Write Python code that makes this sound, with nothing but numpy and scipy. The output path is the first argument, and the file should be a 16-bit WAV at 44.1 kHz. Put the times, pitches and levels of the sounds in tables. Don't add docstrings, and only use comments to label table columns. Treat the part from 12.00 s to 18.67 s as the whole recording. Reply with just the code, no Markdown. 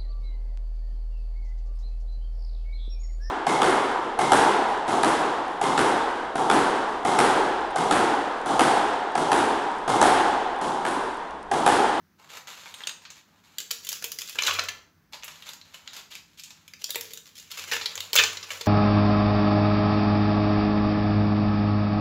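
import sys
import numpy as np
from scipy import signal
from scipy.fft import rfft, irfft
from scipy.io import wavfile

SR = 44100
rng = np.random.default_rng(int(sys.argv[2]) if len(sys.argv) > 2 else 0)


def materialize(psi):
    bounded = np.clip(np.atleast_2d(psi).T, -1, 1)
    quanta = np.round(bounded * 32767).astype(np.int16)
    wavfile.write(sys.argv[1], SR, quanta)


N = 294147
CLICK_TAPS = 1024

# (time [s], level [dB], bass [dB], treble [dB], crumble [s], resonance [Hz])
SNAPS = [(1.584, -31, -5, 2.5, 0.0057, 3200), (1.603, -37.5, 2, -2, 0.0076, 7450),
         (1.7075, -31.5, -1, -7, 0.01, 3050), (1.7116, -28.5, 1, 8, 0.0023, 4670),
         (1.8485, -44, -8, 6, 0.003, 7600), (1.890, -30.5, -4, 7, 0.0049, 7100),
         (1.928, -33.5, 4, 5.5, 0.0078, 5150), (2.024, -40.5, 6, -3, 0.0065, 1500),
         (2.042, -31.5, 4.5, 3.5, 0.0078, 2310), (2.118, -36, 4, 6.5, 0.0068, 5500),
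         (2.1875, -33, 0.5, 3.5, 0.0085, 5900), (2.217, -57, 0, -11, 0.0036, 2600),
         (2.295, -40.5, 1, 1, 0.009, 2400), (4.679, -49, 1.5, -2.5, 0.0034, 2320),
         (4.736, -44.5, 2, -7, 0.0036, 2560), (4.842, -29.5, -4, -1, 0.0012, 5170),
         (4.905, -32, -9, 6.5, .003, 3570), (4.946, -37, 9, -13, 0.0063, 4500),
         (4.957, -30, 10.5, 4.5, 0.0023, 2460), (5.010, -38, 5, 10, .002, 6100),
         (5.135, -41, 6.5, 6, .002, 3900), (5.174, -42, -6, -1, 0.0045, 7200),
         (5.398, -47, -4, 0, 0.0044, 7600), (5.955, -35.5, -4, -7, 0.0023, 1600),
         (5.977, -35.5, 12, -9, 0.0024, 3500), (6.005, -31.5, -2, 2, 0.001, 3500),
         (6.1315, -25.5, 5, 1.5, 0.0023, 3530), (6.155, -26, 12.5, 12, 0.0061, 1520),
         (6.225, -37, 7, -4, 0.0017, 1600)]
# (start [s], length [s], level [dB], bass [dB])
SQUEEZES = [(1.83, .13, -42, -0.5), (1.98, 0.19, -54, 2), (2.2, 0.14, -42, -0.5), (2.4, .15, -38.5, 2),
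            (2.58, 0.052, -45.5, 17.5), (4.79, .02, -49, 5), (4.885, 0.023, -43, 12),
            (5.02, 0.12, -48.5, -2), (5.25, 0.086, -57, 9), (5.35, 0.051, -48.5, -6)]
# (frequency [Hz], level [dB])
SNAP_COLOUR = [(100, -53.5), (450, -12), (800, -21.5), (1400, -11), (2300, -7.5), (3600, -1), (5200, -3),
               (7200, -2), (8700, -18.5), (10500, -8.5), (15500, -10)]


def snapping():
    crunch = gain_of(-0.5) * bursts(SNAPS, SNAP_COLOUR, crack=2.06, per_s=7000, spread_db=2.5, lift_db=7)
    crunch += rasp(SQUEEZES, SNAP_COLOUR, level_db=-2.5, treble_db=-2.5, per_s=2500, spread_db=1.5,
                   catches_per_s=38, catch_db=14, press_s=0.0044)
    return kitchen(crunch, near_db=-3, tail_db=-3) + gain_of(-17) * jar_resonance(crunch)


# (time [s], level [dB], bass, treble [dB before shelf_scale], crumble [s before stretch],
# resonance [Hz])
DROPS = [(2.387, -20.5, 12, -7, 0.0035, 2880), (2.422, -27, 16, 10, 0.0014, 6600),
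         (2.435, -25, 4, 6, 0.0029, 4200), (2.466, -24, -12, -2, 0.0028, 7450),
         (2.472, -21.5, 2, 11, 0.00047, 3900), (2.480, -22.5, 21, -5, 0.012, 1170),
         (2.5095, -25, 23, -4, 0.0026, 3000), (2.549, -29, 5, -5, 0.014, 2300),
         (2.588, -29, 24, -22, 0.0036, 1430), (2.593, -22, 11, -14, 0.0017, 1610),
         (2.686, -27.5, 4, 7, 0.0047, 2200), (5.515, -36.5, -21, 27, 0.004, 3880),
         (5.714, -24.5, 12, 3, 0.02, 1810), (5.7205, -32.5, 22, -12, .007, 1730),
         (5.738, -35, 25, 7, 0.0033, 1400), (5.765, -29, 22, 2, .004, 2220),
         (5.813, -29.5, 18, -9, 0.013, 4240), (5.858, -23, 3, 5.5, 0.0038, 4000),
         (6.161, -15.5, -3, -3, 0.0061, 7900), (6.174, -16.5, 0, -5, 0.0044, 3300),
         (6.1856, -11.5, -9, -15, 0.0055, 2850), (6.192, -16.5, 11, -16, 0.0086, 1660),
         (6.237, -19, 4, -10, 0.0027, 8100), (6.371, -33, -17, -15, 0.0025, 4280),
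         (6.428, -35.5, -10, -24, 0.0061, 5100), (6.505, -32, 18, 8, 0.0042, 1860),
         (6.610, -31.5, 13, 11, 0.0039, 4440), (6.659, -35.5, 37, 15, 0.0098, 5800)]
# (start [s], length [s], level [dB], bass [dB])
SCRAPES = [(2.35, 0.014, -40, 19.5), (2.44, 0.034, -28, 15), (5.41, 0.16, -50.5, 3.5), (5.5, 0.089, -37, 7),
           (5.57, 0.065, -34, 7.5), (5.67, 0.031, -34, 9), (5.71, 0.039, -27.5, -7), (5.79, 0.047, -37, 1),
           (5.87, 0.13, -42, 14), (6.02, 0.13, -45, 14), (6.135, 0.12, -26.5, 2), (6.27, 0.097, -38.5, 11),
           (6.4, 0.24, -43, 13), (6.505, 0.056, -35, 12), (6.57, .1, -45.5, -13)]
# (frequency [Hz], level [dB])
DROP_COLOUR = [(100, -29.5), (280, -24), (460, -11.5), (720, -15.5), (1100, -6.5), (1700, -4), (2700, 4),
               (4200, 0.5), (5500, -1.5), (7200, -3.5), (8700, -21.5), (11000, -16), (15500, -21)]


def landing():
    crunch = gain_of(-3.5) * bursts(DROPS, DROP_COLOUR, crack=0.52, per_s=7600, spread_db=0, lift_db=8,
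                                    stretch=1.03, shelf_scale=0.59)
    crunch += rasp(SCRAPES, DROP_COLOUR, level_db=-8, treble_db=9, per_s=3000, spread_db=3,
                   catches_per_s=31, catch_db=7.5, press_s=0.007)
    return kitchen(crunch, near_db=-2, tail_db=-3) + gain_of(-15) * jar_resonance(crunch)


# (frequency [Hz], level [dB], T60 [s])
JAR_MODES = [(444, -9, .38), (476, -12, .22), (1224, -8, .28), (1665, -7, .15), (1750, 0, .28),
             (2392, -3, .27), (2553, -3, .25), (2846, -8, .27), (2930, -8, .2), (3040, -6, .25),
             (3302, -8, .26), (3601, -8, .25), (3681, -10, .24), (4684, -12, .22)]


def jar_resonance(crunch):
    return convolve(crunch, ring(JAR_MODES))


# (time [s], peak [dB])
SHELL_HITS = [(2.389, -33), (2.591, -47), (5.721, -20.5), (6.188, -14)]


def jar_hits():
    return strikes(SHELL_HITS, JAR_MODES, rise_s=0.0008)


# (time [s], level [dB])
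KNOCKS = [(1.712, -47.5), (2.0425, -41.5), (2.48, -41.5), (4.9575, -32.5), (5.738, -34.5), (6.133, -35),
          (6.161, -38.5), (6.61, -39.5)]
# (frequency [Hz], level [dB], T60 [s])
WALL_MODES = [(447, -6, 0.22), (465.3, 7, 0.12), (514, -1, 0.14), (568, -4.5, 0.054), (922, 2.5, 0.038),
              (1120, -8, 0.16)]


def wall_knocks():
    knocks = gain_of(5) * strikes(KNOCKS, WALL_MODES, rise_s=0.0022)
    return knocks + convolve(knocks, room_response(near_db=-9, tail_db=-10))


# (time [s], level [dB])
THUMPS = [(2.47, -43), (2.525, -41.5), (2.6, -47.5), (4.957, -58), (5.6, -50), (5.73, -47), (5.959, -47),
          (6.165, -35.5), (6.19, -37), (6.3, -43.5), (6.52, -49)]
# (frequency [Hz], level [dB], T60 [s])
BASE_MODES = [(62, -11, .25), (85, -16, .3), (95.3, 21, 0.63), (121.7, 2.5, .15)]


def base_thumps():
    return gain_of(-7.5) * strikes(THUMPS, BASE_MODES, rise_s=0.017)


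# (time [s], level [dB], bass, treble [dB before shelf_scale],
# crumble [s before stretch], resonance [Hz])
NUDGES = [(.371, -39.5, 7, 7.5, 0.0034, 1560), (.472, -39.5, 2, 2, 0.0061, 1510),
          (.658, -43, 16, 0, 0.0061, 2520), (.806, -41.5, 10, -14, .002, 1700),
          (.817, -45, 12, -7, 0.0027, 1700), (1.052, -41, -5, -17, 0.0056, 1500),
          (1.103, -40.5, 2, 3.5, .006, 6000), (3.133, -38, 10, -3, 0.0029, 4570),
          (3.225, -46, -2, -10, 0.002, 2500), (3.234, -36, 0, -8, .004, 2530),
          (3.244, -43.5, 8, 27, 0.0027, 7600), (3.280, -38, 3.5, 4, 0.002, 2600),
          (3.423, -42, 5, 0, .0024, 3700), (3.490, -37, 9, 11.5, 0.0024, 3450),
          (3.534, -41, 4, 13, 0.0031, 5160), (3.614, -44.5, -8, -5, 0.0013, 3760),
          (3.744, -43.5, 8, 9.5, 0.0021, 2720), (3.8765, -35.5, -8, -15, 0.0004, 3430),
          (3.933, -39, -1, 8, 0.007, 5000), (3.966, -42, -2, 13, 0.0062, 2700),
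          (4.121, -43, -8, -16, 0.0026, 3300), (4.153, -39, -7, 9.5, 0.001, 2500),
          (4.396, -41.5, -24, 8, 0.0024, 5100), (4.436, -38, -24, 5, 0.0058, 7700),
          (4.5055, -43.5, -0.5, 3, 0.0042, 5330)]
# (time [s], level [dB], bass, treble [dB before shelf_scale], crumble [s],
# resonance [Hz])
CLINKS = [(.741, -44, -11, 12, 0.0053, 1820), (.8364, -41, 0, -15, 0.0071, 3480),
          (.8716, -32, -11, 1, .001, 6550), (.8938, -40.5, -6, 11, 0.0024, 6440)]
# (start [s], length [s], level [dB], bass [dB])
SLIDES = [(.18, 0.23, -56.5, 14.5), (.287, 0.03, -44.5, 8), (.32, 0.055, -43.5, 9.5),
          (.468, 0.08, -42, 6.5), (.56, 0.16, -46.5, 6), (.735, 0.15, -48, 8.5), (.88, 0.028, -46, 8),
          (1.01, 0.029, -54.5, 10.5), (1.15, 0.029, -50, 3), (1.27, 0.076, -67, 18),
          (1.35, 0.048, -63.5, 13), (1.43, 0.29, -57.5, 9.5), (3.118, 0.041, -46.5, 9.5),
          (3.24, 0.29, -48.5, 3.5), (3.452, 0.036, -42, 3.5), (3.64, 0.21, -57.5, 9),
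          (3.73, 0.029, -46, 2.5), (3.85, .09, -54, 11), (3.94, 0.056, -43, 2), (4.1, 0.064, -44.5, 1),
          (4.27, 0.084, -62.5, 1), (4.37, 0.029, -45.5, -12), (4.45, 0.26, -59, 5)]
# (frequency [Hz], level [dB])
PLATE_COLOUR = [(100, -39), (400, -13), (680, -9.5), (900, -3), (1600, -2.5), (2700, 2), (4000, 3),
                (5500, -4.5), (7200, -1.5), (8800, -19.5), (12000, -12), (15500, -21)]
CLINK_COLOUR = [(150, -40), (600, -21), (1200, -7), (2400, -7.5), (3600, 2.5), (5400, -19.5), (6700, -10),
                (8200, -13), (10000, -24), (15500, -28)]


def gathering():
    rustle = gain_of(-3) * bursts(NUDGES, PLATE_COLOUR, crack=1, per_s=6000, spread_db=1, lift_db=7,
                                  stretch=3.05, shelf_scale=0.92, yield_db=-17, yield_s=0.0024)
    rustle += rasp(SLIDES, PLATE_COLOUR, level_db=-3.5, treble_db=3.5, per_s=2200, spread_db=3,
                   catches_per_s=41, catch_db=-1.5, press_s=0.014)
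    clinks = gain_of(2) * bursts(CLINKS, CLINK_COLOUR, crack=5.9, per_s=22000, spread_db=15, lift_db=3,
                                 shelf_scale=0.27)
    contacts = kitchen(rustle, near_db=-8, tail_db=-3) + kitchen(clinks, near_db=-1.5, tail_db=-5)
    return contacts + plate_ring(rustle)


# (time [s], peak [dB], favoured frequency [Hz], fall-off [dB/octave])
GLASS_HITS = [(.741, -44, 8800, 24), (.8716, -24.5, 5200, 7), (3.134, -41.5, 4900, 50),
              (3.49, -44, 4900, 50), (3.8765, -40, 3600, 40), (3.966, -46, 4900, 50),
              (4.1534, -45, 4900, 50)]
# (frequency [Hz], level [dB], T60 [s])
GLASS_MODES = [(877, -14, .1), (1227, -12, .25), (2401, -9, .12), (2762, -8, .15), (3472, -11, .25),
               (3570, -7, .17), (3758, -4, .2), (3801, -3, .22), (4425, -12, .2), (4720, -12, .3),
               (4880, -10, .33), (6520, -7, .2), (6568, -3, .27), (6690, -5, .28), (7429, -12, .3),
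               (8128, -8, .38), (8480, -12, .28), (9464, -13, .2)]


def plate_ring(rustle):
    out = gain_of(-21) * convolve(rustle, ring(GLASS_MODES))
    for s, db, spot_hz, fall_db in GLASS_HITS:
        modes = [(hz, level - fall_db * abs(np.log2(hz / spot_hz)), t60)
                 for hz, level, t60 in GLASS_MODES]
        out += strikes([(s, db)], modes, rise_s=0.00028)
    return out


def bursts(table, colour, crack, per_s, spread_db, lift_db, stretch=1, shelf_scale=1,
           yield_db=-15, yield_s=0.0009):
    out = np.zeros(N)
    t = np.arange(-CLICK_TAPS // 4, 4 * CLICK_TAPS) / SR
    age = np.maximum(t, 0)
    crack_s = 0.00081
    yielding = gain_of(yield_db) * np.exp(-abs(t) / yield_s)
    for s, db, bass, treble, crumble, piece_hz in table:
        strain = np.where(t < 0, yielding, np.exp(-age / (stretch * crumble)))
        crumbling = unit(grains(len(t), per_s, spread_db) * strain)
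        split = unit(rng.standard_normal(len(t)) * np.sqrt(age) * np.exp(-age / crack_s))
        force = crumbling + crack * np.exp(-crumble / 0.014) * split
        sound = convolve(force, click(colour, shelf_scale * bass, shelf_scale * treble, piece_hz, lift_db))
        add(out, s + t[0], gain_of(db) * sound * np.sqrt(SR / 100 / crunch_energy(sound)))
    return out


def rasp(strokes, colour, level_db, treble_db, per_s, spread_db, catches_per_s, catch_db, press_s):
    out = np.zeros(N)
    t = np.arange(SR // 2) / SR
    sag_db_per_s, release_s, catch_s = 26.5, 0.023, 0.0019
    grip = np.minimum(t / press_s, 1) * gain_of(-sag_db_per_s * t)
    for s, length_s, db, bass_db in strokes:
        pressure = grip * np.exp(-np.maximum(t - length_s, 0) / release_s)
        catches = convolve(abs(grains(len(t), catches_per_s, spread_db=0.83)), np.exp(-t / catch_s))
        force = grains(len(t), per_s, spread_db) * (1 + gain_of(catch_db) * catches)
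        sound = convolve(force, click(colour, bass_db, treble_db))
        add(out, s, gain_of(db + level_db) * pressure * sound * np.sqrt(len(t) / crunch_energy(sound)))
    return out


def grains(size, per_s, spread_db):
    chance, sign, height = rng.random((3, size))
    strength = np.minimum(-np.log(height + 1e-9), 4)
    return (chance < per_s / SR) * np.sign(sign - 0.5) * gain_of(spread_db * strength)


def click(colour, bass_db, treble_db, piece_hz=3000, lift_db=0):
    bass_hz, treble_hz, width_octaves = 1600, 7500, 0.23
    hz = abs(np.fft.fftfreq(CLICK_TAPS, 1 / SR))
    low_shelf = 1 / (1 + (hz / bass_hz) ** 4)
    high_shelf = 1 - 1 / (1 + (hz / treble_hz) ** 6)
    resonance = np.exp(-0.5 * (np.log2((hz + 1) / piece_hz) / width_octaves) ** 2)
    db = curve_at(colour, hz) + bass_db * low_shelf + treble_db * high_shelf + lift_db * resonance
    spectrum = np.exp(np.conj(signal.hilbert(np.log(gain_of(db)))))
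    return np.fft.ifft(spectrum).real[:CLICK_TAPS // 2]


def strikes(table, modes, rise_s):
    out = np.zeros(N)
    sound = ring(modes)
    sound *= 1 - np.exp(-np.arange(len(sound)) / SR / rise_s)
    for s, db in table:
        add(out, s, gain_of(db) * sound / abs(sound).max())
    return out


def ring(modes):
    t = np.arange(SR // 2) / SR
    return unit(sum(gain_of(db) * unit(np.sin(2 * np.pi * hz * t) * np.exp(-np.log(1000) * t / t60))
                    for hz, db, t60 in modes))


def kitchen(sound, near_db, tail_db):
    spots, step_s = 5, 0.017
    position = np.arange(N) / SR / step_s
    out = sound.copy()
    for spot in range(spots):
        distance = np.minimum(abs((position - spot) % spots - spots / 2), 1)
        out += convolve(sound * np.cos(np.pi / 2 * distance), room_response(near_db, tail_db))
    return out


# (frequency [Hz], T60 [s])
ROOM_T60 = [(150, 1), (500, 0.61), (1500, 0.46), (3000, 0.35), (6500, 0.42), (10000, 0.29), (15000, 0.34)]


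def room_response(near_db, tail_db):
    gap_s, near_s, build_s = 0.0007, 0.0041, 0.0017
    t = np.arange(SR * 3 // 4) / SR
    near = unit(grains(len(t), per_s=5000, spread_db=4.5) * np.exp(-t / near_s) * (t > gap_s))
    hz, age, bands = signal.stft(rng.standard_normal(len(t)), SR, nperseg=256)
    bands *= np.exp(-np.log(1000) * age / curve_at(ROOM_T60, hz)[:, None])
    tail = signal.istft(bands, SR, nperseg=256)[1][:len(t)]
    tail = unit(tail * (1 - np.exp(-t / build_s)))
    return gain_of(near_db) * near + gain_of(tail_db) * tail


# (frequency [Hz], level [dB])
HUSH_COLOUR = [(20, -44), (50, -16.5), (95, 1), (125, -11.5), (152, 1.5), (200, -3), (310, -9),
               (550, -21.5), (1600, -15.5), (2800, -26.5), (6000, -26.5), (8500, -38.5), (15000, -28)]
RUMBLE_COLOUR = [(20, -35.5), (55, 3.5), (80, -5), (200, -55.5), (1000, -100)]
# (time [s], level [dB])
RUMBLE_LEVEL = [(0, -94), (2.3, -84), (2.7, -73), (3.6, -77), (4.4, -77), (5.0, -89), (6.67, -82)]


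def hush():
    air = gain_of(-64.5) * coloured_noise(HUSH_COLOUR)
    rumble_db = np.interp(np.arange(N) / SR, *np.transpose(RUMBLE_LEVEL))
    return air + gain_of(rumble_db) * coloured_noise(RUMBLE_COLOUR)


def coloured_noise(colour):
    gain = gain_of(curve_at(colour, np.fft.rfftfreq(N, 1 / SR)))
    return np.sqrt(N) * unit(irfft(rfft(rng.standard_normal(N)) * gain, N))


def crunch_energy(x):
    band = signal.butter(4, [1800, 8000], "band", fs=SR, output="sos")
    return np.sum(signal.sosfilt(band, x) ** 2) + 1e-20


def gain_of(db):
    return 10 ** (np.asarray(db) / 20)


def unit(x):
    return x / np.sqrt(np.sum(x ** 2) + 1e-20)


def curve_at(points, hz):
    point_hz, value = np.transpose(points)
    return np.interp(np.log(hz + 1), np.log(point_hz + 1), value)


def add(mix, s, sound):
    part = mix[max(round(s * SR), 0):][:len(sound)]
    part += sound[:len(part)]


def convolve(x, response):
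    return signal.oaconvolve(x, response)[:len(x)]


def scene():
    biscuits = gathering() + snapping() + landing()
    jar = jar_hits() + wall_knocks() + base_thumps()
    return (biscuits + jar + hush())[None]


def record(dry):
    low_hz, high_hz = 40, 15750
    highpass = signal.butter(2, low_hz, "high", fs=SR, output="sos")
    lowpass = signal.firwin(301, high_hz, window=("kaiser", 7), fs=SR)
    return signal.oaconvolve(signal.sosfilt(highpass, dry), lowpass[None], "same")


dry = scene()
out = record(dry)
materialize(out)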